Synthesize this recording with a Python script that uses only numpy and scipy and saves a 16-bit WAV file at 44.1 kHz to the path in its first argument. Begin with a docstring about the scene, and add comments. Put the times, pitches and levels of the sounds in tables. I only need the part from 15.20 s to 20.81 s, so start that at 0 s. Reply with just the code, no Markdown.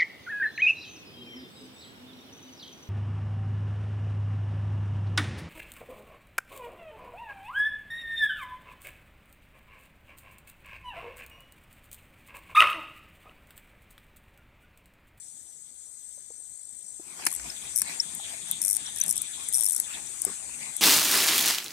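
"""A fishing reel is worked close by: toothed clicks ring its spool in runs, sharp clacks shake it all.
The hand rumbles and rubs, the winding gear hisses, a dry bearing whistles and dull bumps ring briefly.
Beside the pond behind it, insects sing: filtered noise makes a hazy far chorus over a low hum,
wing strokes make one throbbing trill, and a comb of overtones makes one steady buzz.
Two microphone ports hear the treble very differently."""
import sys
import numpy as np
from scipy import signal
from scipy.fft import rfft, irfft, next_fast_len
from scipy.io import wavfile
from scipy.ndimage import uniform_filter1d, map_coordinates

SR = 44100
rng = np.random.default_rng(int(sys.argv[2]) if len(sys.argv) > 2 else 0)


def wav_record(signal):
    """Record a signal, one row per channel, as 16-bit PCM in the file named by sys.argv[1]."""
    frames = np.transpose(np.atleast_2d(signal))
    bounded = np.clip(frames, -1, 1)
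    # unit amplitude maps onto the largest positive 16-bit level
    quanta = np.round(bounded * 32767).astype(np.int16)
    wavfile.write(sys.argv[1], SR, quanta)


def volts(x):
    """Linear amplitude factor 10**(x/20) for a level x in dB, scalar or array-like."""
    e = np.asarray(x, float) / 20
    return 10 ** e


N = 247401  # length in samples


def along(points, hz):
    """Reads a curve of (pitch_hz, value) points, spacing pitch as the ear does (log axis)."""
    point_hz, value = np.transpose(points)
    return np.interp(np.log(hz + 1), np.log(point_hz + 1), value)


def curves(rows):
    """Joins the rows by straight lines: one value per sample for each column after the time."""
    time_s, *columns = np.transpose(rows)
    return [np.interp(np.arange(N) / SR, time_s, column) for column in columns]


def unit(x):
    """Scales a sound to rms 1."""
    return x / np.sqrt(np.mean(x ** 2) + 1e-20)


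def wobble(rate):
    """A smooth random curve through rate random points a second."""
    points = rng.standard_normal(int(N * rate / SR) + 4)
    return map_coordinates(points, [np.arange(N) * rate / SR])


def filtered(x, response):
    """Multiplies the spectrum of x by a complex response of frequency."""
    size = next_fast_len(N + 8192)
    return irfft(rfft(x, size) * response(np.fft.rfftfreq(size, 1 / SR)), size)[..., :N]


def modes(table):
    """Response of resonances given as (pitch_hz, width_hz, level_db), one row each, with signs alternating."""
    center, width, db = np.transpose(table)[:, :, None]
    sign = (-1.) ** np.arange(len(table))[:, None]
    return lambda f: sign * volts(db) * 1j * f * width / (center * center - f * f + 1j * f * width)


def body(x, table):
    """Sends x through all the resonances, twice, so that the skirts fall steeply."""
    return filtered(x, lambda f: modes(table)(f).sum(0) ** 2)


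def rush(spectrum, patchy_db):
    """Stereo noise of rms 1 with patches of random gain; how alike the sides are depends on pitch."""
    # columns: pitch_hz, left-right likeness (1 = same, 0 = unrelated, below 0 = partly opposite)
    likeness = [(60, 0.18), (300, 0.62), (1200, -0.072), (3000, -0.11)]
    grid = signal.stft(rng.standard_normal((2, N)), nperseg=512)[2]
    patches = rng.standard_normal(grid.shape[1:])
    patches = uniform_filter1d(patches, size=6, axis=0)  # spread over pitch
    patches = uniform_filter1d(patches, size=10, axis=1)  # spread over time
    pair = signal.istft(grid * volts(patchy_db * unit(patches)), nperseg=512)[1][:, :N]

    def mid_side(hz):
        angle = np.arccos(np.clip(along(likeness, hz), -1, 1)) / 2
        return volts(along(spectrum, hz)) * [np.cos(angle), np.sin(angle)]

    mid, side = filtered(pair, mid_side)
    return unit(np.array([mid + side, mid - side]))


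def pulses(rate, sharp):
    """A peak once per cycle of the rate curve in Hz, narrower as sharp grows."""
    return np.exp(sharp * (np.cos(2 * np.pi * np.cumsum(rate) / SR) - 1))


def later(x, lag_s, own_db):
    """The far port hears x later, with scattered reflections of its own."""
    t = np.arange(400) / SR
    path = volts(own_db - 60 * t / 0.77) * rng.standard_normal(len(t))
    path[0] = 1  # the direct sound
    far = np.pad(x, (round(lag_s * SR), 0))
    return np.array([x, signal.fftconvolve(far, path / np.linalg.norm(path))[:N]])


def air():
    """Distant hum with one low drone, and many far insects merged into a hiss."""
    # background over time: time_s, chorus level_db (raised and wobbled below), far hum level_db
    air_levels = [(0, -43, -66), (.4, -46, -68.5), (1.85, -43, -66), (2.1, -38, -55), (3.4, -38.5, -57),
                  (4.6, -36.5, -58.5), (5.61, -39, -58.5)]
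    # tone colour of the hum and of the chorus: pitch_hz, relative level_db per Hz
    hum_colour = [(25, -24), (65, -3), (695, -10.5), (777, -6.5), (991, -15.5), (2150, -9.5), (2690, -25),
                  (3300, -19), (5000, -7), (6500, -39), (11000, -120)]
    chorus_colour = [(2650, -37), (5200, -24.5), (6200, -12), (8300, 0), (9200, -8), (11600, -25),
                     (14200, -23), (14500, -72)]
    chorus_db, hum_db = curves(air_levels)
    near, around = volts(chorus_db + 1.5 + 0.52 * wobble(8.3)) * rush(chorus_colour, patchy_db=2.5)
    chorus = later(near, lag_s=.0005, own_db=-30)
    chorus = chorus + [[0], [.9]] * around  # the right port adds insects of its own
    drone_hz = 65 + 4 * wobble(8)
    drone = volts(-13 + 5 * wobble(12)) * np.sin(2 * np.pi * np.cumsum(drone_hz) / SR)
    hum = rush(hum_colour, patchy_db=2)
    return volts(hum_db) * (hum + drone) + chorus


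def trill():
    """Wing strokes, part tone and part rasp, swell and fade in a fast throb."""
    # the song over time: time_s, level_db (raised and wobbled below), pitch_hz (wobbled below)
    trill_line = [(0, -59.5, 7970), (.5, -55, 8080), (.66, -51, 8460), (1.5, -47.5, 8450), (1.8, -46, 8460),
                  (1.92, -73, 8460)]
    # resonances of the rasp: pitch_hz, width_hz, level_db (each applied twice)
    rasp_modes = [(7440, 230, -9), (8580, 240, -9)]
    stroke_hz, throb_hz = 268.3, 51.5 + 0.43 * wobble(4.3)
    level_db, pitch_hz = curves(trill_line)
    strokes = pulses(np.full(N, stroke_hz), sharp=0.46) * pulses(throb_hz, sharp=0.94)
    tone = np.sin(2 * np.pi * np.cumsum(pitch_hz + 20 * wobble(60)) / SR)
    rasp = unit(body(rng.standard_normal(N), rasp_modes))
    song = unit(strokes * (2.6 * tone + rasp))
    return later(volts(level_db + 4.0 + 0.78 * wobble(6.4)) * song, lag_s=.0005, own_db=-26)


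def buzz():
    """Regular snaps, built as a comb of overtones; as with echoes, each fades in and out and one region lifts."""
    # the song over time: time_s, level_db (raised below), loudest pitch_hz
    buzz_line = [(0, -72, 9400), (1.85, -62, 9400), (2.6, -48, 8535), (3.4, -46.5, 8545), (4.0, -48, 8985),
                 (4.65, -44, 8985), (4.75, -50, 7350), (5.0, -50, 7000), (5.12, -45, 8610),
                 (5.6, -47, 8560)]
    # snapping speed: time_s, pulses per second
    snap_rate = [(.5, 204.6), (2.6, 203.1), (3.3, 203.5), (4.3, 204.2), (4.7, 204.3), (5.3, 205)]
    # tone colour: pitch_hz, relative level_db
    buzz_colour = [(6400, -17.5), (7200, -12), (8600, -9.5), (9600, -9.5), (10200, -32)]
    level_db, loud_hz = curves(buzz_line)
    rate, = curves(snap_rate)
    turn = 2 * np.pi * np.cumsum(rate) / SR
    song = np.zeros(N)
    for k in range(31, 51):  # only the high overtones
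        lift_db = 9 / (1 + ((k * rate - loud_hz) / 150) ** 2)
        fade_db = 3 * wobble(2.5) + 1.5 * wobble(25)
        overtone = np.sin(k * turn + .5 * wobble(5))
        song += volts(along(buzz_colour, k * rate) + lift_db + fade_db) * overtone
    return later(volts(level_db + 8.5) * unit(song), lag_s=.0003, own_db=-45)


def hand():
    """Rumble through the body, grainy rubbing of grip and cloth, and the hiss of the winding gear."""
    # the hand shifts on the grip, each rub a swell: time_s of the peak, rubbing level_db (raised below)
    rubs = [(2.042, -45), (2.284, -47), (2.704, -43), (3.116, -48), (3.31, -51.5), (3.62, -53),
            (3.85, -52.5), (4.753, -46.5), (5.081, -47.5), (5.45, -48)]
    # winding hiss over time: time_s, level_db (raised and wobbled below)
    winding_line = [(2.2, -80), (2.42, -53.5), (2.6, -69.5), (3.0, -53.5), (3.2, -61), (3.35, -53),
                    (3.45, -66), (3.62, -57.5), (3.85, -48.5), (3.91, -65), (4.04, -51), (4.55, -64),
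                    (4.75, -58.5), (5.2, -75), (5.6, -57.5)]
    # tone colour of the rumble and of the rubbing: pitch_hz, relative level_db per Hz
    rumble_colour = [(60, -43), (150, 4.5), (380, -1), (900, -30.5), (2000, -20)]
    grip_colour = [(300, -31.5), (780, -6.5), (1300, -8.5), (2450, -0.5), (3000, -9.5), (5000, -8.5),
                   (14200, -16), (14500, -80)]
    # resonance of the winding gear: pitch_hz, width_hz, level_db (applied twice)
    gear_modes = [(3530, 680, 0)]
    rise_s, fall_s = 0.045, 0.047  # of each rub
    louder_s, change_s = 1.857, 0.051  # when the whole scene grows louder, and how fast the rubbing does
    before_db, steady_db = -84, -56  # rubbing level before, and steady level after (raised below)
    t = np.arange(N) / SR
    rubbing = volts(before_db) + volts(steady_db) * (1 + np.tanh((t - louder_s) / change_s)) / 2
    for peak_s, db in rubs:
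        width_s = np.where(t < peak_s, rise_s, fall_s)
        rubbing = np.hypot(rubbing, volts(db) * np.exp(-.5 * ((t - peak_s) / width_s) ** 2))
    rubbing_db = 20 * np.log10(rubbing)
    winding_db, = curves(winding_line)
    rumble_db = 0.83 * (rubbing_db + 52.0) - 59.0 + 1.1 * wobble(25)
    rumble = volts(rumble_db) * rush(rumble_colour, patchy_db=4.0)
    grip = volts(rubbing_db + 4.5 + 1.5 * wobble(300)) * rush(grip_colour, patchy_db=4)
    gear = unit(body(rng.standard_normal((2, N)), gear_modes))
    return rumble + grip + volts(winding_db + 6.5 + 4.5 * wobble(40)) * gear


def bumps():
    """Soft contacts on the rod or the body: a few damped cycles and a dull scuff."""
    # start_s, relative level_db, pitch_hz
    bump_list = [(0.976, -49.5, 575), (1.103, -43.5, 460), (1.796, -35.5, 333), (2.07, -35.5, 335),
                 (2.122, -40, 1120), (2.996, -36.5, 790), (5.046, -34, 723), (5.066, -31, 376),
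                 (5.076, -32.5, 387), (5.078, -37, 1180), (5.094, -37, 400), (5.096, -39, 1080),
                 (5.291, -42, 960)]
    out, t = np.zeros(N + SR), np.arange(SR // 20) / SR
    for start_s, db, hz in bump_list:
        ring = np.sin(2 * np.pi * hz * t)
        grain = np.hanning(100) * np.sin(3 * np.pi * hz * t[:100]) / 30
        scuff = 1.8 * np.convolve(rng.standard_normal(len(t)), grain, "same")
        fade = volts(db + 1.5 - 60 * t / 0.031) * (1 - np.exp(-t / 0.0012)) ** 2
        out[round(start_s * SR):][:len(t)] += fade * (ring + scuff)
    return out[:N] * volts([[-1.5], [1.5]])  # left, right


def squeaks():
    """A dry bearing whistles briefly: a flat-topped tone with its octave."""
    # start_s, length_s, pitch_hz, relative level_db
    squeak_list = [(2.299, 0.0053, 5240, -30.5), (2.798, 0.0078, 5507, -18), (3.661, 0.0068, 5650, -36),
                   (3.811, 0.0055, 6070, -15), (4.869, 0.0064, 5930, -38.5)]
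    out, t = np.zeros(N + SR), np.arange(SR // 20) / SR
    for start_s, length_s, hz, db in squeak_list:
        swell = 1 / (1 + np.exp((.0015 - t) / .0006)) / (1 + np.exp((t - length_s) / .0008))
        turn = 2 * np.pi * hz * t
        octave = .14 * np.exp(-t / .005) * np.sin(2 * turn)
        out[round(start_s * SR):][:len(t)] += volts(db + 4.5) * swell * (np.sin(turn) + octave)
    return later(out[:N], lag_s=0.00013, own_db=-27.0) * volts([[3], [-5]])  # left, right


def blows(events, table, rise_s, fall_s, scatter_db):
    """Each blow is a dying flurry of sharp contacts; it rings every mode at a new strength and pitch."""
    mode_wander = .012  # typical random shift, as a fraction of the pitch
    t = np.arange(-256, 768) / SR
    tail = .2 * np.exp(-np.abs(t) / .008)
    shape = np.where(t < 0, np.exp(t / rise_s), np.exp(-(t / fall_s) ** 2) + tail)
    hz = np.fft.rfftfreq(len(t), 1 / SR)
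    out = np.zeros((2, N + len(t)))
    for hit_s, db in events:
        strength, shift = rng.standard_normal((2, len(table), 1))
        ringing = modes(table)(hz * (1 + mode_wander * shift))
        colour = (volts(scatter_db * strength) * ringing).sum(0)
        grit = rng.standard_normal((2, len(t)))
        contacts = shape * grit * np.abs(grit)
        near, other = irfft(rfft(contacts) * colour)
        far = 0.4 * np.roll(near, shift=6) + 2.14 * other  # later, and only partly alike
        loudest = np.sort(np.abs(near))[-8]  # skips the seven most extreme samples
        out[:, round((hit_s + t[0]) * SR):][:, :len(t)] += volts(db) * np.array([near, far]) / loudest
    return out[:, :N]


def teeth(first_s, last_s, count, speed_ratio, first_db, last_db):
    """The spool speeds up or slows evenly during a pull; each tooth comes a little off time and strength."""
    jitter_s, scatter_db = .0005, 2.5
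    passed = np.linspace(0, 1, round(count))  # share of the teeth gone by
    speed = np.sqrt(1 - (1 - speed_ratio ** 2) * passed)
    chance = rng.standard_normal((len(passed), 2))
    even_s = first_s + (last_s - first_s) * (1 + speed_ratio) * passed / (1 + speed)
    tooth_s = even_s + jitter_s * chance[:, 0]
    tooth_db = first_db + (last_db - first_db) * passed + scatter_db * chance[:, 1]
    return list(zip(tooth_s, tooth_db))


def reel():
    """The clicker's teeth ring the spool, single clicks without its lowest mode; clacks shake the whole reel."""
    # pulls on the line that run the clicker over its teeth: first tooth start_s, last tooth start_s,
    # teeth, end speed over start speed, first level_db, last level_db (levels before the low cut)
    pulls = [(2.104, 2.161, 6, 0.96, -22.5, -18.5), (2.5603, 2.618, 7, 0.67, -8, -13),
             (3.417, 3.4707, 6, 0.92, -12.5, -13), (3.4802, 3.5592, 9, .98, -10.5, -14),
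             (3.76, 3.837, 6, 0.55, -23.5, -11), (3.881, 3.9092, 4, 1.8, -11.5, -10),
             (3.957, 3.978, 3, 0.53, -15.5, -16), (4.336, 4.435, 13, 0.74, -10.5, -15),
             (4.444, 4.58, 12, 0.55, -10.5, -15)]
    # single clicks, alone or standing out within and at the ends of runs:
    # start_s, level_db before the low cut
    ticks = [(2.053, -14.5), (2.0657, -6.5), (2.0705, -17), (2.0745, -19), (2.086, -23), (2.95, -20.5),
             (3.285, -28), (3.3126, -9.5), (3.567, -8), (3.863, -16), (3.926, -14), (4.018, -12),
             (4.235, -28), (4.2868, -14.5), (4.29, -27), (4.326, -16), (4.53, -14), (4.6, -7.5),
             (5.0187, -11.5), (5.0499, -6), (5.566, -14)]
    # sharp clacks as the spool catches: start_s, level_db (raised below)
    clacks = [(2.068, -19), (2.1972, -42), (2.619, -29.5), (3.5678, -35), (4.6006, -34)]
    # resonances of the spool and of the whole reel: pitch_hz, width_hz, level_db
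    spool_modes = [(5720, 280, -9.5), (6900, 2200, -18), (8480, 500, -1), (9150, 350, 3), (10500, 500, 1),
                   (11700, 450, -6), (13500, 700, -11)]
    reel_modes = [(2050, 1630, 10.5), (3930, 6000, 11.5), (6000, 4100, 16.5)]
    low_hz = 4900  # the small spool radiates little lower
    run_teeth = sum((teeth(*pull) for pull in pulls), [])
    runs = blows(run_teeth, spool_modes, rise_s=.001, fall_s=.0022, scatter_db=2)
    singles = blows(ticks, spool_modes[1:], rise_s=.0008, fall_s=.0015, scatter_db=2.5)
    clicks = filtered(runs + singles, lambda hz: 1 / (1 + (low_hz / (hz + 1)) ** 10))
    return clicks + volts(4.5) * blows(clacks, reel_modes, rise_s=.0012, fall_s=.003, scatter_db=2)


def scene():
    """All sources added up as they reach the two ports."""
    return air() + trill() + buzz() + hand() + bumps() + squeaks() + reel()


def band_limit(x):
    """A steep low-pass at the top of the band."""
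    return signal.sosfilt(signal.butter(12, 15800, fs=SR, output="sos"), x)


def record(dry):
    """The right port is shaded in the treble; both fall off at the bottom and steeply at the top."""
    # pitch_hz, left over right level_db
    port_difference = [(100, -3.5), (500, -1), (2500, 0), (5600, 2), (7200, 14), (8500, 20.5),
                       (11000, 29.5), (14000, 26.5)]
    top_hz, low_hz = 14500, 30

    def ports(hz):
        left_right = [np.ones(len(hz)), volts(-along(port_difference, hz))]
        return left_right / (1 + (hz / top_hz) ** 60) / (1 + (low_hz / (hz + 1)) ** 4)

    return band_limit(filtered(dry, ports))


dry = scene()
out = record(dry)
wav_record(out)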